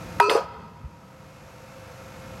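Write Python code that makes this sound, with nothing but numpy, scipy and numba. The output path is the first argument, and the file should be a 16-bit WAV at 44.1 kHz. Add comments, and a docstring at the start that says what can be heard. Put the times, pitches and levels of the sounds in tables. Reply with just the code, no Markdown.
"""A gravel yard: a crane's lifting magnet snatches a steel plate. One edge strikes and grinds while the
plate rings freely; then it slaps flat, chatters and clamps tight. Far buildings return the clank, and
a soft low bump follows. The crane's diesel and hydraulics run throughout; gain control ducks them
after the blow and lets them swell back."""
import sys
import numpy as np
from scipy import signal
from scipy.fft import rfft, irfft
from scipy.io import wavfile
from scipy.ndimage import uniform_filter1d
from numba import njit

SR = 44100
rng = np.random.default_rng(int(sys.argv[2]) if len(sys.argv) > 2 else 0)


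def log_audio(samples):
    """Write samples as a 16-bit WAV file to the path given in sys.argv[1]."""
    # one column per channel
    frames = np.atleast_2d(samples).T
    # limit to full scale, then quantise
    limited = np.clip(frames, -1, 1)
    pcm = np.round(limited * 32767).astype(np.int16)
    wavfile.write(sys.argv[1], SR, pcm)


N = 105840
STRIKE_S, SLAP_S = .2015, .297
RING_TIME_S = np.arange(SR // 2) / SR
BIN_HZ = np.arange(N // 2 + 1) * SR / N


def undb(db):
    """Decibels to gain."""
    return 10 ** (np.asarray(db) / 20)


def unit(x):
    """Scale to rms 1."""
    return x / np.sqrt(np.mean(x ** 2))


def since(start_s):
    """Seconds since a moment."""
    return np.arange(N) / SR - start_s


def fade(start_s, t60_s, hold_s=0):
    """Envelope that jumps up, holds and dies away."""
    t = since(start_s)
    return np.clip(t * SR / 16, 0, 1) * np.exp(-np.log(1000) * np.maximum(t - hold_s, 0) / t60_s)


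def walk(rate_hz, size=N):
    """Smooth random drift with a spread near 1."""
    span = max(int(SR / rate_hz), 1)
    steps = np.repeat(rng.standard_normal(size // span + 1), span)[:size]
    return 1.35 * uniform_filter1d(uniform_filter1d(steps, span), span)


def colour(x, spectrum):
    """Minimum-phase filter through (Hz, dB) points."""
    hz, db = np.array(spectrum, float).T
    gain = undb(np.interp(np.log(np.maximum(BIN_HZ, 1)), np.log(hz), db))
    cepstrum = irfft(np.log(gain))
    cepstrum[1:N // 2] *= 2
    cepstrum[N // 2 + 1:] = 0
    return irfft(rfft(x) * np.exp(rfft(cepstrum)))


def noise(spectrum):
    """Coloured noise of rms 1."""
    return unit(colour(rng.standard_normal(N), spectrum))


def tone(hz):
    """Sine of rms 1 on a moving pitch."""
    return np.sqrt(2) * np.sin(2 * np.pi * (np.cumsum(hz) / SR + rng.random()))


def mode(hz, t60_s):
    """One decaying mode, steady or on a moving pitch."""
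    phase = 2 * np.pi * np.cumsum(np.broadcast_to(hz, RING_TIME_S.shape)) / SR
    return np.sqrt(2) * np.sin(phase) * np.exp(-np.log(1000) * RING_TIME_S / t60_s)


def place(ring, start_s):
    """Put a ring on the scene's time axis."""
    return np.interp(since(start_s), RING_TIME_S, ring, left=0, right=0)


# Each row: multiple of the firing rate, relative level in dB.
ENGINE_ORDERS = [(1, -11), (1.5, -6), (2, 0.5), (2.5, -2.5), (3, -2.5), (3.5, -15), (4, -3), (6, -12.5)]
# Each row: frequency in Hz, relative density in dB.
RUMBLE_SPECTRUM = [(20, -28), (40, -9), (65, 2.5), (110, 4), (180, 4), (270, -5), (400, -14), (1000, -57.5)]
# Each row: time in seconds, level in dB.
RUMBLE_ENVELOPE = [(0, -40), (.18, -37.5), (.4, -31.5), (.65, -31.5), (1.0, -37.5), (1.5, -45),
                   (2.0, -46.5), (2.33, -42.5)]
# Engine clatter and fan. Each row: frequency in Hz, relative density in dB.
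CLATTER_SPECTRUM = [(180, -41), (300, -8), (337, -13.5), (455, -12.5), (511, -1), (614, -12), (667, -8),
                    (870, -11), (946, -12), (1340, -10.5), (1750, -16), (2700, -19.5), (3240, -23.5),
                    (6520, -25), (9390, -34), (11700, -35), (16000, -43)]


def diesel(firing_hz=50.74):
    """The engine hums and rumbles; its clatter pulses with the firings."""
    rate_hz = firing_hz * (1 + .0126 * walk(9.1))
    orders = sum(undb(db + 2.84 * walk(20)) * tone(order * rate_hz) for order, db in ENGINE_ORDERS)
    hum = undb(-46) * orders / 2
    rumble_db = np.interp(since(0), *np.array(RUMBLE_ENVELOPE).T)
    rumble = undb(rumble_db) * noise(RUMBLE_SPECTRUM)
    clatter = undb(-43) * noise(CLATTER_SPECTRUM) * (1 + .08 * tone(rate_hz))
    return hum + rumble + clatter


# Each row: frequency in Hz, level in dB.
WHINE_TONES = [(495, -55), (528, -49.5), (657, -55.5), (921, -56.5), (1330, -57.5), (2169, -63),
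               (2455, -62), (2638, -63)]


def hydraulics(hiss_hz=11430, hiss_width_hz=240):
    """The hydraulics whine in wavering tones; oil hisses in a valve."""
    whine = sum(undb(db + 2 * walk(18)) * tone(hz * (1 + .002 * walk(24.72))) for hz, db in WHINE_TONES)
    hiss = undb(-65) * tone(hiss_hz + hiss_width_hz * walk(1500))
    return whine + hiss


# Each row: launch in seconds, peak level in dB, centre in Hz, width in octaves.
BENDING_PULSES = [(.1988, 2, 1450, .33), (.2008, 4, 1980, .2), (.2018, -6, 3000, .14),
                  (.2006, 4.5, 746, 0.28), (.296, 4, 3230, 0.18), (.297, -2, 2050, 0.082),
                  (0.3513, 5.5, 440, 0.27), (.356, 0.5, 1040, 0.29)]


def cracks(travel_at_1khz_s=.001987):
    """Hard contacts send bending waves through the plate; treble arrives first."""
    freq_hz = np.maximum(BIN_HZ, 1)
    lag_cycles = 2 * travel_at_1khz_s * np.sqrt(1000 * freq_hz)
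    out = 0
    for start_s, db, centre_hz, octaves in BENDING_PULSES:
        band = np.exp(-.5 * (np.log2(freq_hz / centre_hz) / octaves) ** 2)
        pulse = irfft(band * np.exp(-2j * np.pi * (freq_hz * start_s + lag_cycles)))
        out += undb(db) * pulse / np.abs(pulse).max()
    return out


# Each row: start in seconds, level in dB, T60 in seconds.
RUST_BURSTS = [(0.2006, -3.5, 0.02), (0.2016, -6.5, 0.0052), (0.205, -24, .2), (0.2977, -13, 0.19)]
# Each row: frequency in Hz, relative density in dB.
RUST_SPECTRUM = [(300, -20), (1500, 8.5), (3200, -1), (5000, -9.5), (7000, -13.5), (12000, -12),
                 (16000, -40)]


def rust_crunch():
    """Hard contacts crush rust in the joint."""
    envelope = sum(undb(db) * fade(start_s, t60_s) for start_s, db, t60_s in RUST_BURSTS)
    return noise(RUST_SPECTRUM) * envelope


# Plate hanging by one edge. Each row: frequency in Hz, relative level in dB, T60 in seconds,
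# swell time in seconds.
HANGING_MODES = [(410.5, -22, 1.4, 0.0015), (951, -7, 0.13, 0.0025), (976, -21, 0.42, 0.024),
                 (1026, -23.5, 0.31, 0.0022), (1284, -18.5, 0.46, 0.0016), (1295, -24.5, 0.63, 0.073),
                 (2460, -26, 0.33, 0.0013), (2565, -19.5, .26, .04), (3440, -49, 0.14, .002),
                 (4080, -42.5, 1.5, .07), (4300, -41, 1.0, .06), (4440, -42, 0.79, 0.032),
                 (4590, -41, 1.2, 0.075), (4870, -41, 1.5, 0.086), (4930, -33, 0.13, .002),
                 (5760, -45, 0.83, 0.044), (5830, -45, 0.84, 0.045), (6570, -50, .5, 0.022),
                 (7700, -53.5, 0.65, 0.035), (7620, -54, 0.66, .04), (8780, -48, 0.28, 0.013),
                 (10700, -62, 0.14, .002), (12200, -68, 0.13, .002)]


def edge_strike(gain_db=11.5):
    """The plate rings freely, buzzing on its edge and wavering as it swings, until the slap chokes it."""
    t = RING_TIME_S
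    waver_depth_db = 2.2 * np.minimum(t / .024, 1)
    seating_rise = .3 * np.minimum(t, SLAP_S - STRIKE_S)
    ring = 0
    for hz, db, t60_s, swell_s in HANGING_MODES:
        edge_fed = swell_s > .01  # slow modes, fed by the grinding edge, go sharp as the plate seats
        buzz = (1 + edge_fed) * .003 * walk(260, len(t))
        pitch_hz = hz * (1 + edge_fed * seating_rise + buzz)
        waver_db = waver_depth_db * walk(75, len(t))
        ring += undb(db + waver_db) * np.clip(t / swell_s, 0, 1) * mode(pitch_hz, t60_s)
    choke = fade(0, t60_s=.27, hold_s=SLAP_S)
    return undb(gain_db) * place(ring, STRIKE_S) * choke


# Each row: frequency in Hz, relative density in dB.
GRIND_SPECTRUM = [(300, -8), (540, 0), (700, -0.5), (1000, -5), (1350, 6), (1900, -22), (2600, -16),
                  (3400, -24), (4500, -19.5), (6000, -28), (9000, -29), (16000, -47)]


def edge_grind():
    """The rusty edge slides unevenly on the magnet until the slap."""
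    scrape = undb(-14 + 2.1 * walk(200)) * noise(GRIND_SPECTRUM)
    return scrape * fade(STRIKE_S, t60_s=.63) * fade(0, t60_s=.05, hold_s=SLAP_S)


# Each row: frequency in Hz, relative density in dB.
TAIL_SPECTRUM = [(150, -16), (450, -5), (1000, 4), (2500, -1.5), (5000, -3.5), (8000, -29), (16000, -43)]


def yard_echo(clank, wall_delay_s=.228):
    """The yard returns a thin diffuse tail and a smeared echo from far walls."""
    tail = noise(TAIL_SPECTRUM) * fade(.0097, t60_s=1.92)
    wall_hz_db = [(300, -13.5), (700, -8), (1000, -9), (1300, 6), (1800, -12), (5000, -4.5), (12000, -42)]
    wall = noise(wall_hz_db) * fade(wall_delay_s, t60_s=.32)
    response = (undb(-26.5) * unit(tail) + undb(-38) * unit(wall)) / np.sqrt(N)
    return signal.fftconvolve(clank, response)[:N]


# Plate flat on the magnet. Each row: frequency in Hz, relative level in dB, T60 in seconds.
CLAMPED_MODES = [(400, -37.5, 0.078), (444, -22, 0.049), (465.7, -16.5, .18), (539.6, -20.5, 0.17),
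                 (695.6, -30, 0.17), (831, -30, 0.43), (973, -22.5, .28), (1126, -36.5, 0.24),
                 (1243, -30, 0.35), (1370, -37, 0.1), (1653, -41.5, 0.33), (2553, -29.5, 0.15),
                 (2703, -30, 0.085), (2960, -38, 0.14), (3620, -34.5, 0.085), (4170, -33.5, 0.1),
                 (4420, -35, 0.16), (4705, -38, 0.17), (4970, -31, 0.2), (5857, -44.5, 0.2),
                 (6740, -46, 0.15), (7300, -48.5, 0.14), (7650, -43, 0.23), (8974, -39, 0.18),
                 (9700, -40.5, 0.14), (10800, -45, .12), (11600, -43, .17), (12150, -51, 0.18),
                 (13200, -52, 0.19), (14560, -61, 0.15)]
# Each row: time in seconds, relative level in dB, contact cut-off in Hz.
LANDING_BLOWS = [(0.2863, 0.5, 520), (.298, -0.5, 12000), (.312, 0, 6000), (.333, -10.5, 12000),
                 (.353, 0.5, 1120), (.3885, -13.5, 2480)]
# Each row: frequency in Hz, relative density in dB.
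CHATTER_SPECTRUM = [(150, -55), (280, -24.5), (430, 0.5), (600, 0.5), (780, -8), (1000, -7.5), (1350, -6),
                    (1900, -23.5), (2600, -19), (3600, -33), (4800, -24.5), (8000, -39), (16000, -53)]


def landing(contacts_per_s=2200, hold_s=.076):
    """The plate lands flat in a few blows, some dull, some bright; small contacts jangle it to rest."""
    contacts = (rng.random(N) < contacts_per_s / SR) * rng.choice([-1, 1], N)
    contacts = contacts * fade(SLAP_S, t60_s=.26, hold_s=hold_s) / np.sqrt(contacts_per_s * hold_s)
    body = sum(undb(db) * mode(hz, t60_s) for hz, db, t60_s in CLAMPED_MODES)
    force_spectrum = undb(-14.5) * rfft(contacts)
    for time_s, db, cutoff_hz in LANDING_BLOWS:
        lowpass = 1 / np.hypot(1, (BIN_HZ / cutoff_hz) ** 2)
        force_spectrum += undb(db) * lowpass * np.exp(-2j * np.pi * BIN_HZ * time_s)
    ring = irfft(rfft(body, N) * force_spectrum)
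    chatter = unit(colour(contacts, CHATTER_SPECTRUM)) * np.sqrt(hold_s * SR / N)
    return undb(10.5) * ring + undb(-9) * chatter


def tinkles(count=22, centre_hz=5970, spread_octaves=.9, span_s=.09, fall_db=8):
    """Small contacts ring briefly, each at its own high pitch, weaker as the plate settles."""
    out = 0
    for progress, height, strength in rng.random((count, 3)):
        hz = centre_hz * 2 ** (spread_octaves * (2 * height - 1))
        ping = mode(hz, t60_s=.052) * (.5 + strength)
        out += undb(-24.5 - fall_db * progress) * place(ping, SLAP_S + progress * span_s)
    return out


def bump(centre_s, hz, db, width_s=.015):
    """A soft low bump: a few cycles under a bell-shaped envelope."""
    t = since(centre_s)
    return undb(db) * np.cos(2 * np.pi * hz * t) * np.exp(-(t / width_s) ** 2)


def scene(radiation_hz=334):
    """The clank in its yard and a double bump over the running crane."""
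    plate = edge_strike() + edge_grind() + landing() + cracks() + rust_crunch() + tinkles()
    # The plate moves little air at low frequencies.
    clank = signal.sosfilt(signal.butter(4, radiation_hz, "high", fs=SR, output="sos"), plate)
    bumps = bump(.845, hz=129.5, db=-21.5) + bump(.859, hz=65.84, db=-15)
    return (clank + yard_echo(clank) + diesel() + hydraulics() + bumps)[None]


@njit
def gain_reduction_db(over_db, hold_s, release_s):
    """Gain reduction jumps up, holds, then relaxes."""
    out, cut_db, age_s = np.empty(len(over_db)), 0., 0.
    for i in range(len(over_db)):
        age_s += 1 / SR
        if over_db[i] > cut_db:
            cut_db, age_s = over_db[i], 0.
        elif age_s > hold_s:
            cut_db -= cut_db / (release_s * SR)
        out[i] = cut_db
    return out


def record(dry):
    """Gain control ducks on the blow and recovers slowly; peaks are rounded and the top is cut."""
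    threshold_db, ceiling, top_hz = -8.5, .75, 16000
    power = uniform_filter1d(dry[0] ** 2, size=220)
    over_db = 10 * np.log10(np.maximum(power, 1e-12)) - threshold_db
    ducked = dry * undb(-gain_reduction_db(over_db, hold_s=.68, release_s=.81))
    rounded = ducked / (1 + (ducked / ceiling) ** 6) ** (1 / 6)
    return signal.sosfilt(signal.ellip(10, .2, 90, top_hz, fs=SR, output="sos"), rounded)


dry = scene()
out = record(dry)
log_audio(out)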